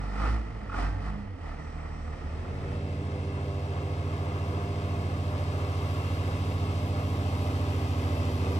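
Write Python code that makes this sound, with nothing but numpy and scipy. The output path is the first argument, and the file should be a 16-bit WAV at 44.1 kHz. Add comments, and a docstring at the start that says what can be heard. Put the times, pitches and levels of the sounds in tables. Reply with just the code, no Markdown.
"""Wheel loader, then airboat

A diesel wheel loader revs twice in a snowy yard and drops to idle, its hydraulics singing faintly.
The yard dissolves into a river, where an airboat picks up speed and draws nearer. Its V8 exhaust and its
geared four-blade propeller are sums of tones; the strongest sound 14 Hz apart, so the drone throbs.
Noise in puffs makes the rasp and hiss of air chopped by the blades, and the loader's roar and clatter."""
import sys
import numpy as np
from scipy.fft import rfft, irfft, next_fast_len
from scipy.io import wavfile
from scipy.ndimage import map_coordinates

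SR = 44100
rng = np.random.default_rng(int(sys.argv[2]) if len(sys.argv) > 2 else 0)


def log_audio(samples):
    """Write samples as a 16-bit WAV file to the path given in sys.argv[1]."""
    # one column per channel
    frames = np.atleast_2d(samples).T
    # limit to full scale, then quantise
    limited = np.clip(frames, -1, 1)
    pcm = np.round(limited * 32767).astype(np.int16)
    wavfile.write(sys.argv[1], SR, pcm)


N = 378819

# The loader's engine speed. Each row: time in seconds, firings per second.
LOADER_FIRING = [(0.0, 49.6), (0.15, 49), (0.3, 57), (0.41, 58), (0.5, 51), (0.6, 45.5), (0.76, 46),
                 (0.89, 50.5), (1.0, 52), (1.16, 51), (1.28, 35.5), (1.48, 38.8), (2.25, 35.6),
                 (2.45, 39.4)]
# The microphone pair, for sound from the yard and from the river. Each row: frequency in Hz,
# radians by which the left lags, left minus right in dB, likeness of the two (coherence, 0 to 1).
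YARD_PORTS = [(80, 0.26, -1.5, 0.98), (305, 0.87, -4.5, 0.99), (517, -1.6, -9.5, 0.34),
              (1050, 0.5, 1, 0.26), (1400, -0.25, -2, 0.4), (2200, -1.24, -4.5, 0.99),
              (4270, -1.7, 0, 0.32), (5430, -1.6, 9.5, 0.33), (8450, -0.83, -4, 0.23)]
RIVER_PORTS = [(280, -.05, -1.7, .99), (520, -.45, -2.5, .98), (860, -1.6, 3, .95), (1060, -1.2, 4, .92),
               (1300, -1.9, 0, .92), (1480, -3.1, -1, .85), (1680, -4.3, 0, .75), (1830, -3.2, 0, .7),
               (2130, -6.3, -4, .8), (2360, -9.4, 1, .65), (2620, -12.6, 2, .7), (2860, -15.7, 5, .55),
               (3150, -18.8, 4, .75), (3700, -19.5, -1, .65), (4600, -21.5, 8, .3), (5700, -25, 2, .6),
               (7200, -26.4, 5, .45), (8300, -25.1, 0, .9), (15500, -12.6, 0, .9)]

RASP_DB = -38  # the blades' rasp with the boat at its closest, before its swells and dips


def amp(db):
    """Turns decibels into a gain."""
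    return 10 ** (np.asarray(db) / 20)


def unit(x):
    """Scales a sound to rms 1."""
    return x / np.sqrt(np.mean(x ** 2) + 1e-20)


def along(points, hz):
    """Reads each column after the frequency at the given Hz, on a log axis."""
    f, *cols = np.transpose(points)
    return [np.interp(np.log(hz + 1), np.log(f + 1), c) for c in cols]


def curves(rows):
    """Gives one value per sample for each column after the time."""
    s, *cols = np.transpose(rows)
    return [np.interp(np.arange(N) / SR, s, c) for c in cols]


def swells(rows, lag_s=0):
    """Adds up (s, half length s, height) bumps, lag_s later: each swells, holds and ebbs."""
    squareness = 2.56  # higher: quicker rise and fall, flatter hold
    t = np.arange(N) / SR - lag_s
    return sum(height * np.exp(-abs((t - s) / half_s) ** squareness) for s, half_s, height in rows)


def wobble(rate):
    """A smooth random curve through rate random points a second."""
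    points = rng.standard_normal(int(N * rate / SR) + 4)
    # worked out every 64 samples, then joined by straight lines
    coarse = map_coordinates(points, [np.arange(0, N + 64, 64) * rate / SR])
    return np.interp(np.arange(N), 64 * np.arange(len(coarse)), coarse)


def filtered(x, response):
    """Multiplies the spectrum of x by a response of frequency, which may be complex."""
    m = next_fast_len(N + SR // 10, real=True)
    return irfft(rfft(x, m) * response(np.fft.rfftfreq(m, 1 / SR)), m)[..., :N]


def rush(spectrum, ports):
    """Coloured stereo noise of rms 1, as alike in both ports as the direction allows."""
    def colour(hz):
        coherence = along(ports, hz)[2]
        turn = np.arccos(np.clip(coherence, 0, 1)) / 2
        return amp(along(spectrum, hz)[0]) * [np.cos(turn), np.sin(turn)]
    mid, side = filtered(rng.standard_normal((2, N)), colour)
    return unit(np.array([mid + side, mid - side]))


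def heard(x, ports, shift=0):
    """Gives the two ports their phase and level differences, moved down in frequency by a share."""
    def response(hz):
        lag, balance_db, _ = along(ports, hz * (1 + shift))
        left = amp(balance_db / 2) * np.exp(-.5j * lag)
        right = amp(-balance_db / 2) * np.exp(.5j * lag)
        gains = np.array([left, right])
        return gains / np.sqrt(np.mean(abs(gains) ** 2, axis=0))
    return filtered(x, response)


def angle(rate):
    """Radians turned so far at a rate in turns per second."""
    return 2 * np.pi * np.cumsum(rate) / SR


def tone(phase):
    """A sine of rms 1 that starts anywhere in its cycle."""
    return np.sqrt(2) * np.sin(phase + rng.uniform(0, 2 * np.pi))


def puffs(phase, sharpness):
    """A gain of rms 1 that peaks once a cycle."""
    return unit(np.exp(sharpness * np.cos(phase)))


def hydraulics():
    """The pump hums and its valves sing thinly while the engine idles."""
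    # Each row: frequency in Hz, level in dB before the 3 dB lift and the load below.
    valve_tones = [(5303, -78.5), (5884, -79), (7340, -88), (8021, -83)]
    # Each row: time in seconds, hydraulic load as a gain in dB.
    pump_load = [(1.5, -40.5), (1.6, -3), (2.25, -4.5), (2.6, -12)]
    load_db, = curves(pump_load)
    whine = 0
    for hz, db in valve_tones:
        whine = whine + amp(db + 3 + 2 * wobble(12)) * tone(angle(hz + 7 * wobble(30)))
    hum = amp(-53) * tone(angle(156 + 2 * wobble(4.5)))
    return amp(load_db) * (whine + hum)


def panel():
    """A loose sheet of metal, shaken once at the second rev, rings out as a fading sine."""
    start_s, pitch_hz, start_db, fall_60_db_s = 0.83, 1560, -50, 0.6
    t = np.maximum(np.arange(N) / SR - start_s, 0)
    return amp(start_db - 60 * t / fall_60_db_s) * np.sin(2 * np.pi * pitch_hz * t)


def lugging():
    """Fresh fuel in a slow engine knocks harshly: a band of noise, one burst for each firing."""
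    # Each row: middle in seconds, half length in seconds, level in dB.
    knock_times = [(0.247, 0.09, -47), (0.702, 0.008, -48), (0.741, 0.027, -42)]
    centre_hz, half_width_hz = 1300, 120
    rate, = curves(LOADER_FIRING)
    noise = rng.standard_normal(N)
    knock = unit(filtered(noise, lambda hz: 1 / (1 + ((hz - centre_hz) / half_width_hz) ** 2)))
    level = swells([(s, half_s, amp(db)) for s, half_s, db in knock_times])
    return level * knock * puffs(angle(rate), sharpness=0.33)


def loader():
    """Diesel firings boom from the pipe and rattle the block; under load the engine roars and hisses."""
    # The driver's pedal, pressed (+) or lifted (-). Each row: middle in seconds, half length in
    # seconds, fuel over idle as a share of full.
    pedal = [(0.017, 0.12, 0.39), (0.264, 0.12, 1.01), (0.619, 0.1, -0.057), (0.724, 0.03, -0.075),
             (0.811, 0.085, 1.064), (0.93, 0.051, 0.15), (1.064, 0.048, 0.46), (1.331, 0.11, -0.45),
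             (1.464, 0.072, 0.25)]
    # The drone above the boom, slower to rise and fall. Each row: time in seconds, pitch in Hz.
    drone_pitch = [(0.08, 98.3), (0.3, 107.6), (0.47, 112.7), (0.62, 104.7), (0.7, 93.5), (0.8, 87.6),
                   (0.95, 93.26), (1.06, 100.1), (1.2, 102.9), (1.27, 100.4), (1.36, 88.5), (1.48, 74.9),
                   (1.7, 75.7), (1.83, 77), (2.0, 75.45), (2.25, 74.1), (2.45, 81.53)]
    # How loud the drone is at each pitch. Each row: pitch in Hz, level in dB before a 4.5 dB cut.
    drone_level = [(72, -40.5), (86, -39.5), (95, -38), (101, -47.5), (108, -40), (116, -48)]
    # How the pipe colours its overtones. Each row: frequency in Hz, gain in dB.
    pipe = [(110, -4.5), (138, -7), (155, 0), (178, -11), (193, -5), (205, 5.5), (220, -2), (235, -10.5),
            (262, -3), (300, -13.5), (335, -8.5)]
    # Colours of three noises. Each row: frequency in Hz, relative level in dB per Hz.
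    roar_colour = [(22, -40), (55, -5), (200, -1.5), (330, -2), (375, -11), (425, 0), (480, -4), (630, -6),
                   (700, 3.5), (770, -4), (850, 2), (980, -6.5), (1290, 1), (1420, -5.5), (1600, -14.5),
                   (1780, -6), (2000, -6.5), (2230, -15), (2500, -11.5), (2800, -22.5), (4500, -56)]
    hiss_colour = [(1500, -33), (2800, -2), (2980, 9), (3250, 2.5), (4000, 2.5), (4300, 3.5), (5300, 2.5),
                   (7000, -7.5), (8500, -5), (11000, -23.5), (13000, -36), (15700, -38)]
    clatter_colour = [(100, -7), (295, 10.5), (370, -5.5), (440, 6.5), (1000, -10), (1400, -24), (1900, -4),
                      (2060, -7.5), (2250, -15), (3200, -17.5), (5000, -50)]

    rate, = curves(LOADER_FIRING)
    drone_hz, = curves(drone_pitch)
    firing, drone = angle(rate), angle(drone_hz)
    load = swells(pedal)

    # the boom follows the fuel a little late, levels off near full and grows with the firing rate
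    boom_load = np.tanh(swells(pedal, lag_s=0.027) / 0.85)
    boom_db = -47 + 14 * boom_load + 0.31 * (rate - rate.mean())
    exhaust = amp(boom_db) * tone(firing)
    drone_db, = along(drone_level, drone_hz)
    exhaust += amp(drone_db - 4.5 + 3.7 * wobble(18.0)) * tone(drone)
    # unequal cylinders
    exhaust += amp(-50.5 + 1.4 * wobble(6.4)) * tone(3 / 2 * firing + 4.65 * wobble(15.0))
    # speed and fuel drive the pipe harder
    overtone_db = -51.5 + 0.2 * (rate - 48) + 2.5 * load
    for hz in (3 * rate, 2 * drone_hz, 3 * drone_hz):
        level_db = overtone_db + along(pipe, hz)[0] + 2 * wobble(9)
        exhaust += amp(level_db) * tone(angle(hz) + 0.35 * wobble(14))

    roar_db = -51.5 + 12.5 * load + 1.23 * wobble(45.34)
    roar = amp(roar_db) * rush(roar_colour, YARD_PORTS) * puffs(firing, sharpness=0.13)
    hiss_db = -68 + 12 * load
    hiss = amp(hiss_db) * rush(hiss_colour, YARD_PORTS) * puffs(firing, sharpness=0.12)
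    clatter_db = -53 + 0.15 * (rate - 41)  # a little louder at higher speed
    clatter = amp(clatter_db) * rush(clatter_colour, YARD_PORTS) * puffs(firing, sharpness=0.073)
    return exhaust + roar + hiss + clatter


def approach():
    """Levels along a straight course past the bank: all grow with nearness but the bark, which grows abeam."""
    # The blade noise swells and dips on its way over the water. Each row: time in seconds, gain in dB.
    water_swell = [(3.2, 0), (4.4, 0.88), (5.1, 0.4), (6.1, 1.7), (6.85, -0.5), (7.4, 0.5), (8.2, 0.5)]
    closest_m, closest_s, boat_m_per_s = 64, 8.52, 13.76
    t = np.arange(N) / SR
    distance_m = np.hypot(closest_m, boat_m_per_s * (t - closest_s))
    near_db = 20 * np.log10(closest_m / distance_m)  # 0 at the closest
    swell_db, = curves(water_swell)
    # each: level at the closest, then dB gained for each dB of nearness
    boom_db = -30.8 + 0.95 * near_db
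    tone_db = -30.5 + 1.5 * near_db
    rasp_db = RASP_DB + 0.55 * near_db + swell_db
    hiss_db = -45.5 + 1.98 * near_db + swell_db
    # the open pipes swing towards the bank
    abeam = (1 + np.tanh((t - 6.27) / 1)) / 2
    bark_db = -36 + 7 * abeam
    return boom_db, tone_db, bark_db, rasp_db, hiss_db


def v8(cycle, boom_db, bark_db):
    """Uneven firing in each bank stresses the odd orders; the higher ones waver over the water."""
    # Each row: multiple of the four-stroke cycle, gain in dB.
    orders = [(1.333, -24), (2, -16), (2.667, -25), (3, 1), (4, -27), (5, -5), (6, -21.5), (7, -17.5),
              (8, -20), (9, -10.5), (10, -14.5), (11, -19.5), (11.5, -26), (14, -23), (15, -25), (16, -27),
              (17, -24), (21, -21), (23, -32.5), (26, -36), (27, -26.5)]
    throttle_s, throttle_span_s, light_load_db = 2.5, 0.037, -6.5
    hum_db = -32.5  # the middle orders hold their level while boom and bark grow
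    # the whole exhaust is softer until the throttle is wide open
    t = np.arange(N) / SR
    eased_db = light_load_db * (1 - np.tanh((t - throttle_s) / throttle_span_s)) / 2
    out = np.zeros(N)
    for k, db in orders:
        level_db = boom_db if k < 4 else hum_db if k < 8 else bark_db
        unsteady = np.clip((k - 5) / 10, 0, 1) ** 2
        drift = unsteady * (4 * rng.standard_normal() + .5 * wobble(10))
        dispersion = np.pi / 5 * k ** 2  # the pipe spreads each pulse out in time
        gain = amp(level_db + db + (0.5 + 2.0 * unsteady) * wobble(6))
        out += gain * np.sqrt(2) * np.cos(k * cycle + dispersion + drift)
    return amp(eased_db) * out


def propeller(passing, tone_db):
    """Each blade leaves a lopsided suction pulse; scattered paths make its overtones fade and flutter."""
    # Each row: multiple of the blade rate, gain in dB. The first row is left out below.
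    blade_overtones = [(1, 0), (2, -14), (3, -15.5), (4, -14), (5, -17), (6, -17.5), (7, -18), (8, -20.5),
                       (9, -22), (10, -23.5), (11, -20.5), (12, -25.5), (13, -27)]
    # How the third to fifth multiples carry over the water. Each row: time in seconds, gain in dB.
    buzz = [(2.3, -3.5), (3.1, 0.5), (5.0, 0), (6.5, -5), (7.3, -5.5), (8.0, 2.5), (8.5, 0)]
    fading, flutter = 0.22, 0.45  # slow and fast scattered shares of each overtone
    buzz_db, = curves(buzz)
    # the other overtones gain 0.45 dB for each dB of blade tone
    grown_db = 0.45 * (tone_db - tone_db[N // 2:].mean())
    out = amp(tone_db) * np.cos(passing)
    for k, db in blade_overtones[1:]:
        carried_db = buzz_db if 2 < k < 6 else grown_db
        scattered = np.clip((k - 1) / 3, 0, 1) ** 2
        a, b = (scattered * (fading * wobble(3) + flutter * wobble(30)) for _ in range(2))
        skew = (k - 1) * np.pi / 3
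        spread = (k - 1) * (k - 2) * np.pi / 20
        phase = k * passing + skew + spread
        out += amp(-33.5 + db + carried_db) * ((1 + a) * np.cos(phase) + b * np.sin(phase))
    return -np.sqrt(2) * out


def airboat():
    """A reduction gear locks engine and propeller; strongest tones throb, 200 Hz overtones beat slowly."""
    # The crankshaft's speed. Each row: time in seconds, turns per minute.
    crank_speed = [(1.9, 3122), (2.3, 3094), (2.7, 3324), (3.2, 3402), (4.0, 3422), (5.0, 3437),
                   (6.5, 3434), (7.6, 3424), (8.05, 3360), (8.59, 3353)]
    # Colours of the chopped air, the spray and the finest spray.
    # Each row: frequency in Hz, relative level in dB per Hz.
    rasp_colour = [(22, -41), (65, -3), (165, -5.5), (240, -4), (300, -4), (420, -1.5), (550, -4),
                   (700, -4.5), (900, -8.5), (1150, -6), (1500, -12.5), (1750, -12.5), (2080, -15.5),
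                   (2600, -19.5), (5000, -59)]
    spray_colour = [(900, -21), (1900, -2.5), (2700, 2), (3300, -1.5), (4500, -3), (5800, -6.5),
                    (6700, -13), (8300, -13), (9500, -14), (11000, -49), (15700, -42)]
    mist_colour = [(5000, -39), (8500, -27), (11300, 12.5), (13000, 6), (15700, -6)]
    gear_ratio = 2.2914  # crank turns for each propeller turn

    rpm, = curves(crank_speed)
    boom_db, tone_db, bark_db, rasp_db, hiss_db = approach()
    crank = angle(rpm / 60)
    passing = 4 * crank / gear_ratio - np.pi / 2  # four blades
    # the blade noise comes in puffs, one for each blade
    rasp_gain = amp(rasp_db + 0.89 * wobble(13))
    rasp = rasp_gain * rush(rasp_colour, RIVER_PORTS) * puffs(passing, sharpness=0.17)
    hiss_gain = amp(hiss_db + 0.31 * wobble(16))
    hiss = hiss_gain * rush(spray_colour, RIVER_PORTS) * puffs(passing, sharpness=0.099)
    # the air swallows the top treble, so it grows fastest as the boat nears
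    mist_db = -67.0 + 2.0 * (hiss_db + 48) + 0.99 * wobble(17)
    mist = amp(mist_db) * rush(mist_colour, RIVER_PORTS)
    mesh = 48 * crank  # the gear whines 48 cycles for each crank turn
    whine_db = -58.5 + 2.7 * (rasp_db - RASP_DB) + 2.7 * wobble(8.8)
    gear_whine = amp(whine_db) * tone(mesh + 0.6 * wobble(13))
    engine = v8(crank / 2, boom_db, bark_db)  # a four-stroke cycle takes two turns
    return engine + propeller(passing, tone_db) + rasp + hiss + mist + gear_whine


def over_bank(x):
    """The snowy bank soaks up a band in the middle of the sound while the boat is far off."""
    # Each row: time in seconds, share of the band lost.
    bank_loss = [(2.9, 0.54), (4.4, 0.0083)]
    centre_hz, half_width_hz = 1110, 330
    lost, = curves(bank_loss)
    return x - lost * filtered(x, lambda hz: np.exp(-((hz - centre_hz) / half_width_hz) ** 2))


def hollowed(x, shift):
    """Narrow dips part the rasp into separate bands, differently in each port."""
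    # Each row: centre in Hz, half width in Hz, left gain in dB, right gain in dB.
    narrow_dips = [(1530, 48, 0.5, -0.5), (1880, 117, -5, -5), (2410, 58, -1.5, -4), (3580, 80, -0.5, -6),
                   (4070, 104, -7, -4), (4550, 100, -6, 0), (5250, 90, -3.5, -9), (5685, 98, -7, -5),
                   (6210, 80, -5, -5), (6570, 90, -4, -7)]

    def response(hz):
        total_db = 0
        for dip_hz, width_hz, left_db, right_db in narrow_dips:
            shape = np.exp(-((hz * (1 + shift) - dip_hz) / width_hz) ** 2)
            total_db = total_db + np.outer([left_db, right_db], shape)
        return amp(total_db)
    return filtered(x, response)


def river():
    """The boat at the two ports; as its bearing turns it fades over to a copy with lower bands."""
    turn_s, turn_span_s, turn_shift = 7.5, 0.46, 0.027  # the shift is a share of the frequency
    boat = over_bank(airboat())
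    far = hollowed(heard(boat, RIVER_PORTS), 0)
    abeam = hollowed(heard(boat, RIVER_PORTS, turn_shift), turn_shift)
    turned = (1 + np.tanh((np.arange(N) / SR - turn_s) / turn_span_s)) / 2
    return far + turned * (abeam - far)


def scene():
    """The yard fades out as the river fades in."""
    # Each row: time in seconds, yard gain in dB, river gain in dB.
    dissolve = [(1.8, 4.5, -38), (2.1, 4.5, -11.5), (2.4, 4, -6), (2.75, 2, -2), (2.95, -34.5, -1.9)]
    yard_db, river_db = curves(dissolve)
    yard = heard(loader() + lugging() + panel() + hydraulics(), YARD_PORTS)
    return amp(yard_db) * yard + amp(river_db) * river()


def record(dry):
    """The microphone sheds the deepest rumble; nothing is kept above the band limit."""
    low_cut_hz, top_hz = 24, 15750
    return filtered(dry, lambda hz: (hz < top_hz) * (1 - np.exp(-(hz / low_cut_hz) ** 4)))


dry = scene()
out = record(dry)
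log_audio(out)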